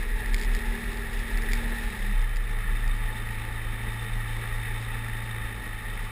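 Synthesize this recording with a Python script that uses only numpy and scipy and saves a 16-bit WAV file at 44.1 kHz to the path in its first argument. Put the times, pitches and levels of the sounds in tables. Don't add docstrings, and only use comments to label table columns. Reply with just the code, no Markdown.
import sys
import numpy as np
from scipy import signal
from scipy.fft import rfft, irfft
from scipy.io import wavfile
from scipy.ndimage import uniform_filter1d

SR = 44100
rng = np.random.default_rng(int(sys.argv[2]) if len(sys.argv) > 2 else 0)


def wav_record(signal):
    frames = np.transpose(np.atleast_2d(signal))
    bounded = np.clip(frames, -1, 1)
    quanta = np.round(bounded * 32767).astype(np.int16)
    wavfile.write(sys.argv[1], SR, quanta)


def invert_db(x):
    u = np.asarray(x, float) / 20
    return 10 ** u


N = 269451


def rms_one(x):
    return x / np.sqrt(np.mean(x ** 2) + 1e-20)


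def in_time(rows):
    s, *columns = np.transpose(rows)
    return [np.interp(np.arange(N) / SR, s, c) for c in columns]


def drift(rate):
    r = np.exp(-80 * np.pi * rate / SR)
    white = rng.standard_normal(N // 40 + 2002)
    slow = signal.lfilter([1], [1, -2 * r, r * r], white)[2000:]
    return np.interp(np.arange(N) / 40, np.arange(len(slow)), rms_one(slow))


def resonate(x, hz, width):
    r = np.exp(-np.pi * width / SR)
    zeros = [(1 - r * r) / 2, 0, (r * r - 1) / 2]
    poles = [1, -2 * r * np.cos(2 * np.pi * hz / SR), r * r]
    return signal.lfilter(zeros, poles, signal.lfilter(zeros, poles, x))


def coloured(points):
    hz, level_db = np.transpose(points)
    grid_hz = np.arange(1, N // 2 + 2) * SR / N
    shape = invert_db(np.interp(np.log(grid_hz), np.log(hz), level_db, left=-60))
    return rms_one(irfft(rfft(rng.standard_normal(N)) * shape, N))


def beat(turns, sharp):
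    return np.exp(sharp * (np.cos(2 * np.pi * turns) - 1))


def by_throttle(row, throttle, firing_db):
    power_db, idle_db, share = row
    return throttle * power_db + (1 - throttle) * idle_db + share * firing_db


def ground_rumble():
    # f/Hz, level per Hz/dB
    rumble_spectrum = [(12, -9), (30, 24.5), (60, 2), (95, 6.5), (145, -2), (250, -5), (450, 2.5),
                       (650, -7), (1000, -6.5), (1500, -11), (3000, -25), (4500, -36)]
    return invert_db(1.36 * drift(14)) * coloured(rumble_spectrum)


def slipstream():
    # f/Hz, level per Hz/dB
    hiss_spectrum = [(2200, -8), (2900, 12), (3900, 14), (4450, 4.5), (5000, 7.5), (5550, 8), (6000, 0.5),
                     (7000, -20)]
    gusts_db = 1.2 * drift(40) + .9 * drift(16)
    return invert_db(gusts_db) * coloured(hiss_spectrum)


def wing():
    # t/s, level/dB
    swings = [(-0.048, -17.0), (0.284, -16.0), (0.46, -23.0), (0.724, -26.0), (1.044, -21.0), (1.318, -19.0),
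              (1.474, -22.0), (1.724, -26.0), (1.972, -17.0), (2.118, -15.0), (2.386, -20.0), (2.544, -28.0),
              (2.658, -19.0), (2.808, -20.0), (3.068, -25.0), (3.606, -24.0), (4.07, -22.0), (4.52, -24.0),
              (5.586, -27.0), (5.852, -24.0)]
    bending_hz, rise_s, fade_s = 33, .07, .2
    out = np.zeros(N)
    for s, db in swings:
        since = np.maximum(np.arange(N) / SR - s, 0)
        envelope = (1 - np.exp(-since / rise_s)) * np.exp(-since / fade_s)
        out += invert_db(db + 0.8) * envelope * np.sin(2 * np.pi * bending_hz * since)
    return out


def panels(throttle, falling):
    # f/Hz, width/Hz, level/dB, rise under power/dB, rise per turn/s lost each second/dB
    panel_modes = [(19.2, 2.3, -54, 1, 0), (47.15, 4.5, -44.5, 6, 0), (109.8, 11, -54.5, 5, 0.1824),
                   (203.6, 18.5, -62, 4.5, 0.5056), (406.2, 35, -63.5, 9.5, 0)]
    out = np.zeros(N)
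    for hz, width, db, power_db, shudder_db in panel_modes:
        ring = rms_one(resonate(rng.standard_normal(N), hz, width))
        out += invert_db(db) * ring * invert_db(power_db * throttle - shudder_db * falling)
    return out


def ticks(throttle):
    # t/s, peak level/dB
    crust_breaks = [(0.2593, -38), (0.3344, -38), (0.3431, -22), (0.3634, -35), (0.38, -34), (0.3954, -34),
                    (0.4125, -30), (0.4244, -35), (0.4334, -35), (0.4464, -34), (0.5357, -36),
                    (0.5487, -27), (0.5654, -36), (0.5891, -35), (0.7517, -36), (0.9714, -38),
                    (1.1727, -38), (1.1907, -35), (1.3733, -31), (1.4197, -36), (1.5189, -32),
                    (1.5324, -22), (1.5514, -36), (1.5723, -36), (2.2144, -41), (2.3585, -36),
                    (2.3674, -35), (2.5112, -41), (2.7596, -41), (2.8774, -35)]
    s, peak_db = np.transpose(crust_breaks)
    at = np.round((s + .0009) * SR).astype(int)
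    jolts = np.full(N, 1e-18)
    jolts[at] = np.sqrt(np.maximum(invert_db(2 * peak_db) - invert_db(-87), 1e-6))
    crackle = rng.random(N) < 4 * throttle / SR
    jolts += crackle * invert_db(-43 + 2.5 * rng.standard_normal(N))
    grit_fade = invert_db(-60 / (.03 * SR))
    grit = signal.lfilter([1], [1, -grit_fade], np.sqrt(.04 * jolts)) * rng.standard_normal(N)
    jolts[at + round(.0007 * SR)] = -.6 * jolts[at]
    ring_hz, ring_db, ring_t60_s = 2250, -27.5, .005
    r, w = invert_db(-60 / (ring_t60_s * SR)), 2 * np.pi * ring_hz / SR
    ring = signal.lfilter([0, invert_db(ring_db)], [1, -2 * r * np.cos(w), r * r], jolts)
    crack_band = signal.butter(2, (1950, 5400), "band", fs=SR, output="sos")
    return invert_db(22.5) * signal.sosfilt(crack_band, jolts + ring + .05 * grit)


def clatter(turns, throttle):
    # f/Hz, width/Hz, level/dB
    valve_modes = [(3618, 225, 12), (3850, 1800, -14)]
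    uneven = invert_db(3 * drift(35))
    seatings = beat(turns, 8) + .6 * beat(turns + .5, 8)
    white = (.6 + .8 * throttle + uneven * seatings) * rng.standard_normal(N)
    return rms_one(sum(invert_db(db) * resonate(white, hz, 0.81 * width) for hz, width, db in valve_modes))


def roar(turns, throttle):
    # f/Hz, width/Hz, level/dB
    housing_modes = [(778, 76, -10.5), (870.8, 36.5, -2), (1220, 174, -6.5), (1396, 90, -10),
                     (1715, 92, -7), (1853, 205, 0.5), (2236, 193, -7), (2514, 218, -9.5), (3065, 47, -10)]
    power_tilt = [-2, -0.8, -5.5, -0.8, 3, -0.8, -1.5, -0.5, -35]
    puffs = 1 + 0.42 * beat(2 * turns, 2.1) * invert_db(2.1 * drift(7.7))
    white = rng.standard_normal((2, N)) * puffs * invert_db(0.42 * drift(17.5))
    out = np.zeros(N)
    for k, (hz, width, db) in enumerate(housing_modes):
        ring = resonate(white[k % 2], hz, 1.52 * width)
        out += invert_db(db) * ring * invert_db(power_tilt[k] * throttle + 1.1 * drift(32))
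    return rms_one(out)


def spar(hz):
    # f/Hz, width/Hz, lift/dB
    spar_modes = [(55, 1.7, 13), (112.5, 9, 11.5), (161, 5, 15)]
    lifts = (invert_db(2 * db) / (1 + (2 * (hz - top_hz) / width) ** 2) for top_hz, width, db in spar_modes)
    return np.sqrt(1 + sum(lifts))


def crank(speed, turns, falling, throttle, unbalance_db, firing_db):
    strong_orders = {2: (-47, -53, .1), 3: (-63, -60, 0), 4: (-60, -48, .7), 6: (-42.5, -68, 1)}
    # multiple of crank speed, level/dB
    taxi_orders = [(0.5, -21), (1, 0), (1.5, -24), (2, -18), (2.5, -28), (3, -23), (3.5, -34), (4, -23),
                   (4.5, -36), (5, -24), (5.5, -32), (6, -14), (6.5, -38), (7, -35), (7.5, -39), (8, -28),
                   (8.5, -40), (9, -31), (9.5, -30), (10, -33), (10.5, -26), (11, -26), (11.5, -39),
                   (12, -33)]
    # multiple of crank speed, level/dB
    idle_orders = [(0.5, -25), (1, 0), (1.5, -13), (2, -8), (2.5, -30), (3, -22), (3.5, -31), (4, 0),
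                   (4.5, -29), (5, -33), (5.5, -36), (6, -31), (6.5, -34), (7, -21), (7.5, -23), (8, -24),
                   (8.5, -28), (9, -22), (9.5, -35), (10, -33), (10.5, -38), (11, -35), (11.5, -39),
                   (12, -29)]
    out = invert_db(unbalance_db) * np.cos(2 * np.pi * turns)
    lull_db = -14 * 4 * throttle * (1 - throttle)
    for k, row in strong_orders.items():
        level_db = by_throttle(row, throttle, firing_db) + lull_db * (k in (3, 4)) + .9 * drift(5.0)
        out += invert_db(level_db) * spar(k * speed) * np.cos(2 * np.pi * k * turns)
    slowing_db = .5 * falling
    for (k, taxi_db), (_, idle_db) in zip(taxi_orders, idle_orders):
        if k <= 4 or k == 6:
            continue
        waver_db, start = 3.5 * drift(2.85), rng.random()
        level_db = throttle * (taxi_db - 30.5) + (1 - throttle) * (idle_db - 34.2)
        out += invert_db(level_db + slowing_db + waver_db - 1.5) * np.cos(2 * np.pi * (k * turns + start))
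    return np.sqrt(2) * out


def scene():
    # t/s, crank speed/turns per s, unbalance level/dB
    engine_curve = [(0, 38.92, -36), (.3, 38.66, -30), (.75, 38.71, -32), (1.1, 38.77, -33),
                    (1.4, 38.33, -32), (1.6, 38.94, -31), (1.88, 38.46, -35), (2, 35.98, -46),
                    (2.2, 29.7, -33), (2.4, 27.07, -34), (2.7, 27.4, -39), (3, 27.93, -35),
                    (3.75, 27.61, -37), (4.05, 28.17, -36), (4.6, 27.97, -36), (5.3, 28.23, -37),
                    (5.6, 26.97, -39), (6.11, 26.71, -47)]
    # t/s, opening/0-1
    throttle_curve = [
        (0, 1),
        (1.96, 1),
        (2.17, 0),
        (6.2, 0),
    ]
    # t/s, level/dB
    firing_curve = [(0, -8), (.35, -4), (.8, 0.5), (1.1, -5), (1.3, -1.5), (1.6, 2.5), (1.9, -1.5),
                    (2.25, -4), (2.39, -16), (2.5, -4), (2.8, -1.5), (3.5, -0.5), (4.7, 2.5), (5.4, 0.5),
                    (5.7, -5), (6.11, -1.5)]
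    speed, unbalance_db = in_time(engine_curve)
    throttle, = in_time(throttle_curve)
    firing_db, = in_time(firing_curve)
    turns = .5 + np.cumsum(speed) / SR
    falling = uniform_filter1d(np.minimum(np.gradient(speed) * SR, 0), size=4000)

    rumble_db = by_throttle((-48, -50.5, 0.17), throttle, firing_db) + 7.5
    stream_db = by_throttle((-57.5, -61.5, 0.22), throttle, firing_db) + 7.5
    clatter_db = by_throttle((-57.5, -49.5, 0.48), throttle, firing_db)
    roar_db = by_throttle((-37.5, -40, 0.21), throttle, firing_db) + 0.5

    noise = invert_db(rumble_db) * ground_rumble() + invert_db(stream_db) * slipstream()
    noise += invert_db(clatter_db) * clatter(turns, throttle) + invert_db(roar_db) * roar(turns, throttle)
    shaking = crank(speed, turns, falling, throttle, unbalance_db, firing_db) + wing()
    airframe = invert_db(-0.06) * shaking + panels(throttle, falling)
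    return (airframe + noise + ticks(throttle))[None]


def low_pass(x):
    return signal.sosfilt(signal.butter(12, 15290, fs=SR, output="sos"), x)


def record(dry):
    smooth = signal.sosfilt(signal.butter(11, 5780, fs=SR, output="sos"), dry)
    slow = signal.resample_poly(smooth, 40, 147, axis=1)
    steps = np.repeat(slow, 4, axis=1)
    held = signal.resample_poly(steps, 147, 160, axis=1)[:, :N]
    held = signal.sosfilt(signal.ellip(10, .3, 80, 15480, fs=SR, output="sos"), held)
    return low_pass(held)


dry = scene()
out = record(dry)
wav_record(out)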